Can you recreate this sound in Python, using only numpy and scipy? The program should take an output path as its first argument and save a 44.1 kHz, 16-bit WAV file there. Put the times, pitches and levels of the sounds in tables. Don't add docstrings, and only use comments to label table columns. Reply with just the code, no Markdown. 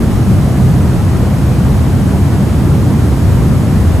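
import sys
import numpy as np
from scipy.fft import rfft, irfft
from scipy.io import wavfile
from scipy.ndimage import uniform_filter1d, minimum_filter1d

SR = 44100
rng = np.random.default_rng(int(sys.argv[2]) if len(sys.argv) > 2 else 0)


def dump(signal):
    limited = np.clip(np.atleast_2d(signal).T, -1, 1)
    pcm = np.round(limited * 32767).astype(np.int16)
    wavfile.write(sys.argv[1], SR, pcm)


N = 176400


def undb(db):
    return 10 ** (np.asarray(db) / 20)


def level(x, db):
    return x * undb(db) / np.sqrt(np.mean(x ** 2))


def equalise(x, curve):
    hz, db = np.array(curve).T
    bin_hz = np.maximum(np.arange(N // 2 + 1) * SR / N, 1)
    gain_db = np.interp(np.log(bin_hz), np.log(hz), db)
    return irfft(rfft(x) * undb(gain_db), N)


def low_pass(x, hz, order):
    bin_hz = np.arange(N // 2 + 1) * SR / N
    return irfft(rfft(x) / (1 + (bin_hz / hz) ** order), N)


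def wander(per_s):
    hold = int(SR / per_s)
    steps = np.repeat(rng.standard_normal(N // hold + 2), hold)
    return level(uniform_filter1d(uniform_filter1d(steps, hold), hold)[:N], 0)


def flicker(x, depth_db, per_s, bands=30):
    band_position = bands * np.sqrt(np.linspace(0, 1, N // 2 + 1))
    spectrum = rfft(x)
    windows = (np.maximum(1 - np.abs(band_position - k), 0) for k in range(bands))
    return sum(irfft(spectrum * window, N) * undb(depth_db * wander(per_s)) for window in windows)


# (frequency [Hz], side against mid [dB])
WIDTH = [(30, -15), (75, -15.5), (130, -14.5), (220, -12), (600, -11.5), (1200, -10), (2200, -4.5),
         (3600, -2.5), (5500, -1), (6200, -15), (7000, -49), (10000, -42)]

def spread(pair):
    mid, side = pair[0], equalise(pair[1], WIDTH)
    return np.array([mid + side, mid - side])


def eddies(tone, swell, db):
    noise = spread(equalise(rng.standard_normal((2, N)), tone))
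    span = int(0.07 * SR)
    power = np.mean(noise ** 2, axis=0)
    smooth_power = uniform_filter1d(uniform_filter1d(power, span), span)
    surge = undb(np.interp(np.arange(N) / SR, *np.array(swell).T))
    return level(surge * noise / np.sqrt(smooth_power), db)


# (frequency [Hz], level [dB])
DEEP_TONE = [(15, -33), (27, -30), (38, -23), (50, -10.5), (62, -3.5), (74, -1), (88, -4), (105, -33),
             (200, -66.5)]
# (time [s], level [dB])
DEEP_SWELL = [(0, -2), (.15, 3), (.24, -4), (.45, 1.5), (.54, -1.5), (.7, 1), (.93, 0), (1.02, -3.5),
              (1.17, 2.5), (1.32, -5), (1.47, 1.5), (1.56, -2.5), (1.71, 4), (2.01, -3), (2.16, 2),
              (2.46, -5.5), (2.58, 2), (2.79, -2), (2.88, -6.5), (3.12, 2), (3.48, 1), (3.66, -5), (3.9, 7),
              (4, .5)]
# (frequency [Hz], level [dB])
BODY_TONE = [(60, -26), (80, -6.5), (95, 0.5), (112, -1), (130, 0.5), (158, -4), (190, -5), (220, -15),
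             (400, -63.5)]
# (time [s], level [dB])
BODY_SWELL = [(0, -2.5), (.18, -2), (.3, 4), (.4, 1.5), (.5, -2.5), (.57, -1.5), (.65, 5), (.87, -1),
              (1.03, 1), (1.17, -2.5), (1.35, -1.5), (1.65, 1.5), (1.86, -3), (1.95, .5), (2.07, -2),
              (2.37, 0), (2.55, -3), (2.7, 2), (3.03, -.5), (3.18, -4), (3.3, 4.5), (3.38, .5), (3.57, 1),
              (3.63, -2), (3.75, .5), (3.9, -3.5), (4, -.5)]
# (frequency [Hz], level [dB])
CHURN_TONE = [(140, -35), (190, -0.5), (228, -0.5), (280, -5), (330, -7.5), (450, -16.5), (900, -61)]
# (time [s], level [dB])
CHURN_SWELL = [(0, 3.5), (.24, -.5), (.72, -1.5), (.78, .5), (1.08, -2.5), (1.23, 1.5), (1.35, -2),
               (1.62, 0), (1.89, -.5), (2.16, 1), (2.22, -2.5), (2.43, .5), (2.55, -1.5), (2.64, 1.5),
               (2.82, -.5), (2.91, 2.5), (3.18, -1.5), (3.54, 1.5), (3.63, -1), (3.72, 2), (3.84, -1.5),
               (4, -.5)]

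def current():
    deep = eddies(DEEP_TONE, DEEP_SWELL, db=-14.5)
    body = eddies(BODY_TONE, BODY_SWELL, db=-10.5)
    churn = eddies(CHURN_TONE, CHURN_SWELL, db=-17.5)
    return deep + body + churn


# (frequency [Hz], level [dB])
RAIN_TONE = [(800, -5), (2500, 0.5), (4000, 0.4), (5200, -1.5), (6500, -0.1), (10000, -1.5), (13000, -5),
             (14600, -9), (15400, -25)]

def rain(drops_per_s=32000, scatter_db=2):
    impacts = rng.random((2, N)) < drops_per_s / SR
    polarity = np.sign(rng.standard_normal((2, N)))
    sizes = undb(scatter_db * rng.standard_normal((2, N)))
    hiss = spread(equalise(impacts * polarity * sizes, RAIN_TONE))
    return level(flicker(hiss, depth_db=0.45, per_s=48), db=-35.5)


# (frequency [Hz], level [dB])
SURFACE_TONE = [(30, -27), (120, -1.5), (350, -0.5), (520, 1), (720, -3), (1150, -7.5), (2000, -16),
                (3200, -24.5), (6000, -65), (12000, -60)]

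def surface():
    wash = spread(equalise(rng.standard_normal((2, N)), SURFACE_TONE))
    return level(flicker(wash, depth_db=0.5, per_s=26), db=-24.5)


def bubbles(per_s=480, low_hz=600.7, high_hz=2002, decay_cycles=21, rise_per_decay=0.019):
    scatter_db, tilt_db = 1.5, -8.5
    out = np.zeros((2, N))
    t = np.arange(SR // 12) / SR
    for _ in range(int(per_s * N / SR)):
        start = rng.integers(N)
        pitch, pan = rng.random(2)
        cycles = t * low_hz * (high_hz / low_hz) ** pitch
        age = cycles / decay_cycles
        envelope = (1 - np.exp(-cycles)) * np.exp(-age)
        ring = envelope * np.sin(2 * np.pi * cycles * (1 + rise_per_decay * age / 2))
        gain = undb(scatter_db * rng.standard_normal() + tilt_db * pitch)
        out[:, start:start + len(t)] += gain * np.outer(np.sqrt([pan, 1 - pan]), ring[:N - start])
    return level(out, db=-35)


def scene():
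    return current() + rain() + surface() + bubbles()


def bass_limiter(x, ceiling_db=-1.5, window_s=0.0011, crossover_hz=900):
    bass = low_pass(x, crossover_hz, order=4)
    span = int(window_s * SR)
    allowed = np.minimum(1, undb(ceiling_db) / np.abs(bass).max(axis=0))
    held = minimum_filter1d(allowed, span, mode="wrap")
    gain = uniform_filter1d(held, span, mode="wrap")
    return x + low_pass(bass * (gain - 1), crossover_hz, order=4)


def record(dry):
    t = np.arange(N) / SR
    fade = np.minimum(1, np.minimum(t, t[::-1]) / 0.004)
    return low_pass(bass_limiter(dry) * fade, hz=15450, order=300)


dry = scene()
out = record(dry)
dump(out)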